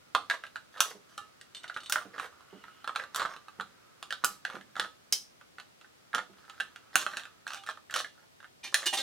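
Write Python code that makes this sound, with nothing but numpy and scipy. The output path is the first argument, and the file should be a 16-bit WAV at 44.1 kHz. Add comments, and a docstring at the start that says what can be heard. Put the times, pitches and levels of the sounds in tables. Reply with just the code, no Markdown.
"""A small room, close over a wooden table: tin snips cut round the thin wall of a metal can.
A stereo microphone hears the wall pop and crunch, as damped panel tones, noise bursts and runs of slips.
The pivot ticks, the jaws snap and the table is bumped softly: struck modes with short noise.
At the end the cut strip breaks free and clatters down, its fluttering modes driven by chatter.
Rubbing on the hollow can, a short reverberation and quiet room tone lie behind the work."""
import sys
import numpy as np
from scipy import signal
from scipy.fft import rfft, irfft, next_fast_len
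from scipy.io import wavfile
from scipy.ndimage import map_coordinates

SR = 44100
rng = np.random.default_rng(int(sys.argv[2]) if len(sys.argv) > 2 else 0)


def materialize(psi):
    """Save the field psi as 16-bit PCM at rate SR to the path in sys.argv[1].

    A 1-D psi becomes a single channel; in a 2-D psi each row is a channel.
    """
    bounded = np.clip(np.atleast_2d(psi).T, -1, 1)
    quanta = np.round(bounded * 32767).astype(np.int16)
    wavfile.write(sys.argv[1], SR, quanta)


N = 397782

# All levels in the tables are relative; each source sets its own balance.
# Spectrum of the room tone: pitch_hz, level_db
AIR_SPECTRUM = [(15, -38.5), (25, -22), (97, -1), (384, -4), (734, -7), (936, -10), (1890, -10.5),
                (2220, -11), (4740, -12.5), (16000, -25)]
# Width of the room tone: pitch_hz, side_db (side against mid)
AIR_WIDTH = [(60, 0.5), (240, 3.5), (950, 6.5), (3770, 2), (15000, 0.5)]
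# Decay of the reverberation: pitch_hz, t60_s
ROOM_DECAY = [(200, 0.54), (600, 0.29), (1400, 0.19), (4000, 0.28), (9000, 0.26), (15000, 0.24)]
# Width of the reverberation: pitch_hz, side_db
ROOM_WIDTH = [(100, -11.5), (1000, -11.5), (3000, -5), (8000, -4.5)]
# Stereo lean of the work: pitch_hz, left_minus_right_db
STEREO_LEAN = [(100, -8.5), (600, -5.5), (1300, -4.5), (2500, -3.5), (5000, -0.5), (12000, -1)]
# Microphone response to the work: pitch_hz, gain_db
MIC_RESPONSE = [(60, -1), (300, 8), (700, 1.5), (1300, -0.5), (2200, 1), (3300, 0), (4500, -0.5), (6000, 0),
                (9500, -4.5), (12000, -7.5), (15500, -8.5)]

# How strongly the hand rubs the can: time_s, level_db
RUBBING_LEVEL = [(0.0, -66), (.31, -64), (1.48, -66.5), (1.75, -58), (4.58, -64.5), (5.51, -74.5),
                 (7.19, -59), (8.6, -100)]
# Resonances of the open can that colour the rubbing: pitch_hz, width_hz, level_db
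CAN_HOLLOW = [(1312, 240, 15), (1410, 580, -8)]
# Knocks passed to the table: start_s, level_db
TABLE_BUMPS = [(.946, -55), (2.049, -53), (2.527, -53), (3.587, -56), (4.247, -55), (4.543, -49),
               (4.79, -51), (6.147, -52), (6.296, -61.5), (8.928, -60)]
# Modes of the table top: pitch_hz, level_db, t60_s
TABLE_MODES = [(124, -16, 0.22), (194, -1.5, 0.2), (265, -26, 0.083), (324, -9, 0.057), (433, 1.5, 0.086),
               (605, -10.5, 0.061), (875, -7, 0.11)]

# The opening blades slide along the cut edge, one row: start_s, end_s, level_db
BLADE_SLIDE = (2.46, 2.87, -69)
# Resonances of the sliding steel: pitch_hz, width_hz, level_db
BLADE_RESONANCES = [(2350, 190, -8), (2930, 240, 4)]
# The pivot slips as the jaws open: start_s, level_db
PIVOT_TICKS = [(1.548, -35.5), (1.568, -40), (1.634, -42.5), (1.679, -41.5), (1.743, -42), (1.804, -42.5),
               (1.834, -41.5), (1.860, -38)]
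# Modes of the pivot: pitch_hz, level_db, t60_s
PIVOT_MODES = [(2996, 11, 0.024), (3590, 4, 0.08), (3870, 0, .1), (4300, -1, 0.084), (4440, -3, 0.11),
               (5500, -16, 0.11), (6020, -12, 0.16), (6900, -17, 0.1), (8250, -6, 0.16)]
# The jaws snap past each other: start_s, level_db
JAW_SNAPS = [(5.1243, -13.5)]
# Modes of the jaws: pitch_hz, level_db, t60_s
JAW_MODES = [(2160, -12, .22), (2895, -3, .1), (3120, -4, .16), (4290, -5, .16), (4930, -3, .16),
             (5240, -5, .14), (5800, -6, .13), (5960, 1, .15)]

# The loose strip brushes the blades, then scrapes and lands:
# start_s, level_db, chatter_s, most_excited_hz, rattle_db, rattle_top_hz
STRIP_CONTACTS = [(7.571, -45, .008, 2900, -4, 4980), (7.548, -47, .025, 800, -6, 3000),
                  (8.638, -41, .014, 6051, -1, 7000), (8.63, -50, 0.056, 2440, 9, 4000),
                  (8.8565, -29, .016, 4280, 5, 9000), (8.864, -24.5, .016, 2896, -5, 9000),
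                  (8.927, -31.5, .014, 790, 3.5, 3960), (8.93, -32, .028, 9300, 2, 9000),
                  (8.968, -34, .04, 3700, 4, 4970)]
# Modes of the strip: pitch_hz, level_db, t60_s
STRIP_MODES = [(792, -9, .26), (2430, -3, 0.091), (2893, 1, .13), (3030, -7, .1), (3225, -7, .12),
               (3600, 2, 0.18), (3830, -3, .15), (4300, -2, 0.19), (5400, -3, .08), (6051, -1, .11),
               (6300, -10, .2), (8290, 3, .11), (10440, 4, .11)]

# Each squeeze chews through the sheet: start_s, end_s, level_db, crackle_db (against that level)
SQUEEZES = [(0.301, 0.354, -46.5, -8.5), (0.722, 0.795, -55.5, -9), (1.082, 1.164, -69, 1),
            (1.926, 2.026, -53.5, -25), (2.128, 2.186, -51.5, -15), (2.177, 2.27, -49.5, -6.5),
            (2.95, 3.039, -51.5, -8.5), (3.148, 3.267, -44, -9), (3.283, 3.348, -49.5, -10),
            (4.462, 4.589, -52, -11), (4.767, 4.867, -47, -10.5), (6.146, 6.197, -43, -10),
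            (6.331, 6.644, -66.5, -6.5), (6.961, 7.029, -47, 4.5), (7.059, 7.236, -55, -2.5),
            (7.467, 7.585, -57, 1), (7.66, 7.717, -54, -2), (7.941, 8.017, -43, 3), (8.13, 8.264, -69, -10),
            (8.753, 8.852, -56, 6)]
# The wall pops, loud and faint: start_s, level_db, pitch_hz, sharpness_db (crack against panel)
WALL_POPS = [(0.1491, -7, 1200, -19.5), (.2991, -14, 1718, -16.5), (0.3106, -14, 1676, -21),
             (0.4374, -24, 1560, -23), (.354, -34, 1710, -20), (.451, -35, 1600, -20),
             (.466, -37.5, 1580, -13), (0.5579, -24.5, 1510, -20.5), (.5655, -29.5, 1515, -19.5),
             (.779, -36, 1250, -14.5), (.8048, -8.5, 1317, -1), (0.8208, -34, 1320, -11),
             (1.1782, -30, 1350, -4.5), (1.4124, -39.5, 1870, -3.5), (1.642, -25, 1500, -24),
             (1.698, -25, 1460, -24.5), (1.7638, -21.5, 1480, -25), (1.772, -27, 1460, -17),
             (1.8975, -27, 1400, 1.5), (1.923, -16.5, 1586, 0.5), (1.9578, -12, 1470, -28),
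             (1.966, -25, 1390, -23), (1.982, -24.5, 1410, -21), (2.022, -34, 1300, -25),
             (2.1811, -24.5, 1264, -24), (2.1973, -19.5, 1324, -21), (2.244, -30.5, 1280, -24),
             (2.326, -45, 1248, -23), (2.407, -43.5, 1160, -19), (2.6392, -31, 1394, -25.5),
             (2.682, -39.5, 1410, -24), (2.8439, -25.5, 1290, -21.5), (2.8757, -19.5, 1314, -19.5),
             (2.8936, -22.5, 1246, -27), (2.9594, -17, 1330, -15), (2.9974, -19, 1640, -29),
             (3.1464, -25, 1342, -4.5), (3.1599, -23, 1315, 0), (3.196, -16.5, 1370, -20),
             (3.203, -20, 1400, -20), (3.218, -18, 1220, -23), (3.227, -21, 1350, -21),
             (3.251, -18, 1315, -31), (3.3638, -31.5, 1290, -18), (3.483, -30.5, 1230, -21.5),
             (3.5986, -20.5, 1345, -27), (3.6094, -25.5, 1340, -16.5), (4.027, -28.5, 1200, -8.5),
             (4.106, -24.5, 1740, -10.5), (4.125, -21, 1520, -12.5), (4.239, -14, 1320, -24),
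             (4.2452, -17.5, 1397, 2.5), (4.4505, -17, 1605, -19.5), (4.5, -29, 1380, -19),
             (4.554, -31.5, 1450, -17.5), (4.611, -37.5, 1704, -16.5), (4.755, -29.5, 1643, -21.5),
             (4.7654, -22, 1310, -22), (4.797, -12, 1430, -15), (5.4118, -38, 1510, -23),
             (5.584, -29.5, 1500, -22), (5.5988, -33.5, 1480, -12.5), (5.812, -43.5, 1410, -12),
             (5.845, -40.5, 1550, -27), (6.1309, -28.5, 1620, -20), (6.14, -16.5, 1360, -47),
             (6.1481, -18.5, 1594, -8), (6.1814, -19, 1303, -20.5), (6.4973, -34, 1275, -10.5),
             (6.6005, -21.5, 1556, -16.5), (6.605, -22.5, 1575, -12.5), (6.76, -33, 1560, -14.5),
             (6.9556, -10, 1466, -1), (6.9625, -22, 1437, -12), (7.0644, -17.5, 1356, -18),
             (7.1363, -29, 1550, -20.5), (7.1699, -22, 1607, -8.5), (7.196, -30.5, 1550, -15),
             (7.2537, -32, 1460, -15.5), (7.4672, -25, 1514, -21), (7.4776, -29.5, 1390, -6.5),
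             (7.5047, -26, 1410, -17), (7.519, -35, 1300, -18), (7.534, -29, 1465, -6),
             (7.5451, -31, 1400, -5.5), (7.636, -38.5, 1230, -10), (7.664, -36.5, 1360, -6),
             (7.673, -32, 1720, -20), (7.6888, -20, 1303, -24), (7.698, -28, 1280, -16),
             (7.7733, -35, 1304, -24), (7.898, -32.5, 1697, -25), (7.909, -33, 1550, -4),
             (7.926, -32.5, 1390, -18), (7.94, -19, 1575, -6.5), (7.9615, -19.5, 1253, -5.5),
             (8.0457, -26.5, 1711, -19.5), (8.403, -40, 1550, -20), (8.428, -40, 1410, -22),
             (8.444, -36, 1536, -22), (8.7429, -9.5, 1717, -2.5), (8.83, -30, 1770, -20)]
# Modes of the can: pitch_hz, level_db, t60_s
WALL_MODES = [(814, -3.5, 0.19), (1185, -3, 0.22), (1280, -5, 0.28), (1417.5, 1.5, 0.088), (1745, -4, 0.18),
              (2480, -12.5, 0.187), (2805, 0, 0.24), (3340, 5, 0.22), (3790, 7, .17)]
# How freely the holding hand lets the can ring: time_s, ring_db
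HAND_FREEDOM = [(.15, 4), (.45, -4.5), (.8, -1.5), (1.18, 19), (1.6, 3), (6.15, 4), (7, 6), (8.75, 3.5)]

# Crinkles, the small buckles within a squeeze
CRINKLE_RATE = 35  # per second of squeezing
CRINKLE_DB, CRINKLE_SPREAD_DB = 14.5, 3.5  # over the level of the squeeze
CRINKLE_HZ, CRINKLE_SPREAD_OCT = 1437, 0.15  # panel pitch
CRINKLE_SHARP_DB = -11  # sharpness over the crackle of the squeeze

# Strain and tear around a sharp pop; levels against the pop
TEAR_SHARP_DB = -5  # sharpness above which a pop tears the sheet
STRAIN_S, STRAIN_DB, STRAIN_CRACKLE_DB = 0.027, -43, -6.5
TEAR_DELAY_S, TEAR_S, TEAR_DB, TEAR_CRACKLE_DB = 0.012, 0.11, -43.5, -2

EDGE_KNEE_DB = -12.5  # sharpness from which the blade edge speaks fully
PUSH_HZ, PUSH_DB_PER_OCT = 1420, -17  # panels above this pitch push less air
TOP_HZ = 16000  # band limit
T = np.arange(SR * 2 // 5) / SR  # time within one hit, s


def amp(db):
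    """Decibels to gain."""
    return 10 ** (np.asarray(db) / 20)


def unit(x):
    """Scale to rms 1."""
    return x / np.sqrt(np.mean(x ** 2) + 1e-20)


def along(points, hz):
    """Read (Hz, value) points on a log frequency axis."""
    f, v = np.transpose(points)
    return np.interp(np.log(hz + 1), np.log(f), v)


def fade(t60, t=T):
    """Exponential decay, 60 dB down after t60 seconds."""
    return np.exp(-np.log(1000) * t / t60)


def add(track, s, sound):
    """Mix a sound into a track at time s."""
    part = track[max(round(s * SR), 0):][:len(sound)]
    part += sound[:len(part)]


def filtered(x, response):
    """Multiply the spectrum of x by a response of frequency."""
    m = next_fast_len(N + SR // 2)
    return irfft(rfft(x, m) * response(np.fft.rfftfreq(m, 1 / SR)), m)[..., :N]


def band(x, lo_hz, hi_hz, order=2):
    """Causal band-pass."""
    edges = [lo_hz, min(hi_hz, SR / 2 - 100)]
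    return signal.sosfilt(signal.butter(order, edges, 'band', fs=SR, output='sos'), x)


def bursts(lo_hz, hi_hz, t60, count, order=2):
    """Rows of dying band noise, each starting near rms 1."""
    shape = fade(t60)[:SR // 10]
    noise = band(rng.standard_normal((count, len(shape))) * shape, lo_hz, hi_hz, order=order)
    return noise * np.linalg.norm(shape) / np.linalg.norm(noise, axis=1, keepdims=True)


def ring(modes, scatter_db=2, pitch_scatter=0.0015):
    """An object's modes, struck at new strengths, each pitch varied slightly at random."""
    hz, db, t60 = np.transpose(modes)[..., None]
    gain = amp(db + scatter_db * rng.standard_normal(hz.shape)) * rng.choice([-1, 1], hz.shape)
    hz = hz * (1 + pitch_scatter * rng.standard_normal(hz.shape))
    tones = np.sin(np.float32(2 * np.pi * hz * T))
    return np.sum(gain * tones * fade(t60), axis=0)


def near(modes, centre_hz, focus_db):
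    """Modes lose focus_db for each octave away from the excited pitch."""
    return [(hz, db - focus_db * abs(np.log2(hz / centre_hz)), t60) for hz, db, t60 in modes]


def resonances(peaks, f):
    """Causal response of (Hz, width Hz, dB) peaks."""
    return sum(amp(db) * 1j * f * w / (c * c - f * f + 1j * f * w) for c, w, db in peaks)


def slips(length, rate, spread_db, taper=0.248):
    """A run of tiny irregular impulses with soft ends, rms 1."""
    n = max(int(length * SR), 64)
    hits = rng.random(n) < rate / SR
    hits[n // 2] = True  # at least one slip
    signs = rng.choice([-1, 1], n)
    sizes = amp(spread_db * rng.standard_normal(n))
    return unit(hits * signs * sizes * signal.windows.tukey(n, taper))


def driven(force, response):
    """A body's answer to a force, at the force's energy."""
    sound = signal.fftconvolve(force, response)
    return sound * np.linalg.norm(force) / np.linalg.norm(sound)


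def waver(rate, depth_db):
    """A smooth random gain over one hit, with rate knots a second."""
    knots = rng.standard_normal(int(T[-1] * rate) + 4)
    return amp(depth_db * map_coordinates(knots, [T * rate]))


def room_tone(mid_db=-66):
    """Steady quiet air and hiss: shaped noise, independent in mid and side."""
    noise = rng.standard_normal((2, N))
    mid, side = unit(filtered(noise, lambda f: amp(along(AIR_SPECTRUM, f))))
    side = filtered(side, lambda f: amp(along(AIR_WIDTH, f)))
    return amp(mid_db) * np.array([mid + side, mid - side])


def room(x, early_db=5, early_side_db=-2, early_t60=0.082, gap_s=0.0021, count=45):
    """Table and walls answer with decaying noise tails, narrow at first and wider later."""
    out = np.zeros((2, N))  # mid, side
    early = amp([[early_db], [early_side_db]]) * fade(early_t60)
    onset = np.clip(T / gap_s - 1, 0, 1) * (1 + early)
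    for piece in np.array_split(np.arange(N), count):  # a new random tail for each equal stretch of time
        hz, t, z = signal.stft(rng.standard_normal((2, len(T))), SR, nperseg=256)
        decay = fade(along(ROOM_DECAY, hz)[:, None], t)
        tails = signal.istft(z * decay, SR, nperseg=256)[1][:, :len(T)] * onset
        for track, tail in zip(out, tails):
            add(track, piece[0] / SR, signal.fftconvolve(x[piece], tail / np.linalg.norm(tail)))
    side = filtered(out[1], lambda f: amp(along(ROOM_WIDTH, f)))
    return np.array([out[0] + side, out[0] - side])


def rubbing(level_db=-5):
    """Fingers and blades rub faintly on the hollow can: noise through its resonances."""
    db = np.interp(np.arange(N) / SR, *np.transpose(RUBBING_LEVEL))
    noise = filtered(rng.standard_normal(N), lambda f: resonances(CAN_HOLLOW, f))
    return amp(db + level_db) * unit(noise)


def table(wood_db=-4, thud_db=-2):
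    """Soft contacts give a broad thud and briefly ring the table top."""
    out = np.zeros(N)
    thuds = bursts(260, 760, 0.14, count=len(TABLE_BUMPS))
    for (s, db), thud in zip(TABLE_BUMPS, thuds):
        soft_start = 1 - fade(0.022)
        add(out, s, amp(db + wood_db) * ring(TABLE_MODES) * soft_start)
        add(out, s, amp(db + thud_db) * thud)
    return out


def sliding(rate=1800, spread_db=3):
    """Fine slips of a blade along the cut edge sound the steel's resonances."""
    start, end, db = BLADE_SLIDE
    force = np.zeros(N)
    add(force, start, amp(db) * slips(end - start, rate, spread_db))
    sound = filtered(force, lambda f: resonances(BLADE_RESONANCES, f))
    return sound * np.linalg.norm(force) / np.linalg.norm(sound)


def pivot_ticks(ring_db=-13, crack_db=-7.5):
    """Steel slips on steel at the pivot: a short crack and the tool's ring."""
    out = np.zeros(N)
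    cracks = bursts(1100, 9400, 0.035, count=len(PIVOT_TICKS))
    for (s, db), crack in zip(PIVOT_TICKS, cracks):
        add(out, s, amp(db + ring_db) * ring(PIVOT_MODES))
        add(out, s, amp(db + crack_db) * crack)
    return out


def jaw_snaps(ring_db=-22, clack_db=-3, crack_db=-5, zing_db=-15):
    """The snapping blades crack, clack and ring; their crowded modes leave a noisy zing."""
    out, count = np.zeros(N), len(JAW_SNAPS)
    cracks = bursts(3940, 14000, 0.056, count=count, order=1)
    clacks = bursts(4800, 6000, 0.018, count=count, order=3)
    zings = bursts(4800, 6040, 0.1, count=count, order=4)
    for (s, db), crack, clack, zing in zip(JAW_SNAPS, cracks, clacks, zings):
        add(out, s, amp(db + ring_db) * ring(JAW_MODES, scatter_db=4))
        noise = amp(crack_db) * crack + amp(clack_db) * clack + amp(zing_db) * zing
        add(out, s, amp(db) * noise)
    return out


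def strip(ring_db=-3, rattle_db=-5, body_db=-17, focus_db=10, focus_oct=.09, far_db=5,
          rate=1500, flutter_rate=170, flutter_db=3):
    """The strip chatters; where it touches decides which mode leads, and flexing makes each flutter."""
    out = np.zeros(N)
    for s, db, length, centre_hz, rattle, top_hz in STRIP_CONTACTS:
        sheet, = bursts(1640, top_hz, 0.042, count=1, order=1)
        body, = bursts(700, 2200, 0.049, count=1, order=3)
        force = amp(db) * slips(length, rate, spread_db=4.5)
        tone = 0
        for mode in near(STRIP_MODES, centre_hz, far_db):
            octaves_off = np.log2(mode[0] / centre_hz)
            lead = amp(focus_db * np.exp(-(octaves_off / focus_oct) ** 2))
            tone = tone + lead * ring([mode], scatter_db=0) * waver(flutter_rate, flutter_db)
        tone = tone * (1 - fade(2 * length))  # builds while the chatter lasts
        add(out, s, amp(ring_db) * tone * np.linalg.norm(force) / np.linalg.norm(tone))
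        bend = amp(body_db) * np.sqrt(3000 / centre_hz)  # broad, low contacts bend the whole strip
        rattling = amp(rattle_db) * driven(force, sheet) + bend * driven(force, body)
        add(out, s, amp(rattle) * rattling)
    return out


def tears():
    """Around each of the sharpest pops the sheet strains, then tears on; rows as in SQUEEZES."""
    rows = []
    for s, db, hz, sharp in WALL_POPS:
        if sharp > TEAR_SHARP_DB:
            rows.append((s - STRAIN_S, s, db + STRAIN_DB, STRAIN_CRACKLE_DB))
            start = s + TEAR_DELAY_S
            rows.append((start, start + TEAR_S, db + TEAR_DB, TEAR_CRACKLE_DB))
    return rows


def cutting(cuts, rate=220, spread_db=5, crackle_rate=1500, crackle_spread_db=4,
            body_db=-2, push_db=-9, edge_db=-2, crackle_db=-5):
    """Shearing is a run of slips that shake the wall, with a much finer crackle at the blade."""
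    out, count = np.zeros(N), len(cuts)
    bodies = bursts(1114, 1850, 0.011, count=count, order=3)
    pushes = bursts(483, 1045, 0.0069, count=count, order=3)
    edges = bursts(2630, 6100, 0.009, count=count)
    cracks = bursts(3600, 13500, 0.0042, count=count)
    for (start, end, db, crackle), body, push, edge, crack in zip(cuts, bodies, pushes, edges, cracks):
        force = amp(db) * slips(end - start, rate, spread_db)
        fine = amp(db + crackle) * slips(end - start, crackle_rate, crackle_spread_db)
        add(out, start, amp(body_db) * driven(force, body) + amp(push_db) * driven(force, push))
        add(out, start, amp(edge_db) * driven(fine, edge) + amp(crackle_db) * driven(fine, crack))
    return out


def crinkles():
    """Every squeeze buckles the wall in small pops at uneven moments; rows as in WALL_POPS."""
    rows = []
    for start, end, db, crackle in SQUEEZES:
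        count = max(round((end - start) * CRINKLE_RATE), 1)
        times = start + (end - start) * (np.arange(count) + rng.random(count)) / count
        for s, (size, pitch) in zip(times, rng.standard_normal((count, 2))):
            level = db + CRINKLE_DB + CRINKLE_SPREAD_DB * size
            hz = CRINKLE_HZ * 2 ** (CRINKLE_SPREAD_OCT * pitch)
            rows.append((s, level, hz, crackle + CRINKLE_SHARP_DB))
    return rows


def wall_pops(pops, panel_t60=0.016, flex_db=-13, flex_oct=.37, ring_db=-25, focus_db=22,
              edge_db=-6.0, crack_db=-3, push_db=-22, glint_db=-2):
    """Each pop flips a panel damped by the hand; the edge cracks and the can's nearest modes ring on."""
    out, count = np.zeros(N), len(pops)
    edges = bursts(2500, 4200, 0.013, count=count, order=3)
    cracks = bursts(4780, 10400, 0.017, count=count, order=3)
    glints = bursts(8800, 15500, 0.021, count=count)
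    pushes = bursts(593, 1017, 0.026, count=count, order=3)
    t = T[:edges.shape[1]]
    for i, (s, db, hz, sharp) in enumerate(pops):
        panel = np.sin(2 * np.pi * hz * t) * fade(panel_t60, t) * (1 - fade(0.0044, t))
        # the sheet around it flexes between the panel's pitch and the crinkles' usual one
        centre = np.sqrt(hz * CRINKLE_HZ)
        flex, = bursts(centre / 2 ** flex_oct, centre * 2 ** flex_oct, 0.027, count=1, order=3)
        push_gain = amp(push_db + PUSH_DB_PER_OCT * max(np.log2(hz / PUSH_HZ), 0))
        sheet = panel + amp(flex_db) * flex + push_gain * pushes[i]
        # the hardest cracks are also the brightest
        glint = amp(glint_db + 2 * np.clip(sharp, -3, 3)) * glints[i]
        edge = amp(edge_db + min(sharp - EDGE_KNEE_DB, 0)) * edges[i]
        tear = edge + amp(crack_db + sharp) * (cracks[i] + glint)
        freedom = np.interp(s, *np.transpose(HAND_FREEDOM))
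        after = amp(ring_db + freedom) * ring(near(WALL_MODES, hz, focus_db), scatter_db=3.5)
        add(out, s, amp(db) * (sheet + tear))
        add(out, s, amp(db) * after)
    return out


def scene(wet_db=-4, lag_s=-0.000024, lag_fades_hz=10000):
    """The work, close to the microphones and louder on the right, with its reverberation and room tone."""
    work = rubbing() + table() + sliding() + pivot_ticks() + jaw_snaps() + strip()
    work = work + cutting(SQUEEZES + tears()) + wall_pops(WALL_POPS + crinkles())
    sides = np.array([[1], [-1]]) / 2  # left, right

    def place(f):
        """Microphone colour, level lean and a small lag between the sides that fades in the treble."""
        gain = amp(along(MIC_RESPONSE, f) + sides * along(STEREO_LEAN, f))
        delay = lag_s * sides / (1 + (f / lag_fades_hz) ** 2)  # negative lag: left first
        return gain * np.exp(-2j * np.pi * f * delay)

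    return filtered(work + amp(wet_db) * room(work), place) + room_tone()


def record(dry):
    """The microphone chain cuts steeply above its band limit."""
    return filtered(dry, lambda f: 1 / np.sqrt(1 + (f / TOP_HZ) ** 120))


dry = scene()
out = record(dry)
materialize(out)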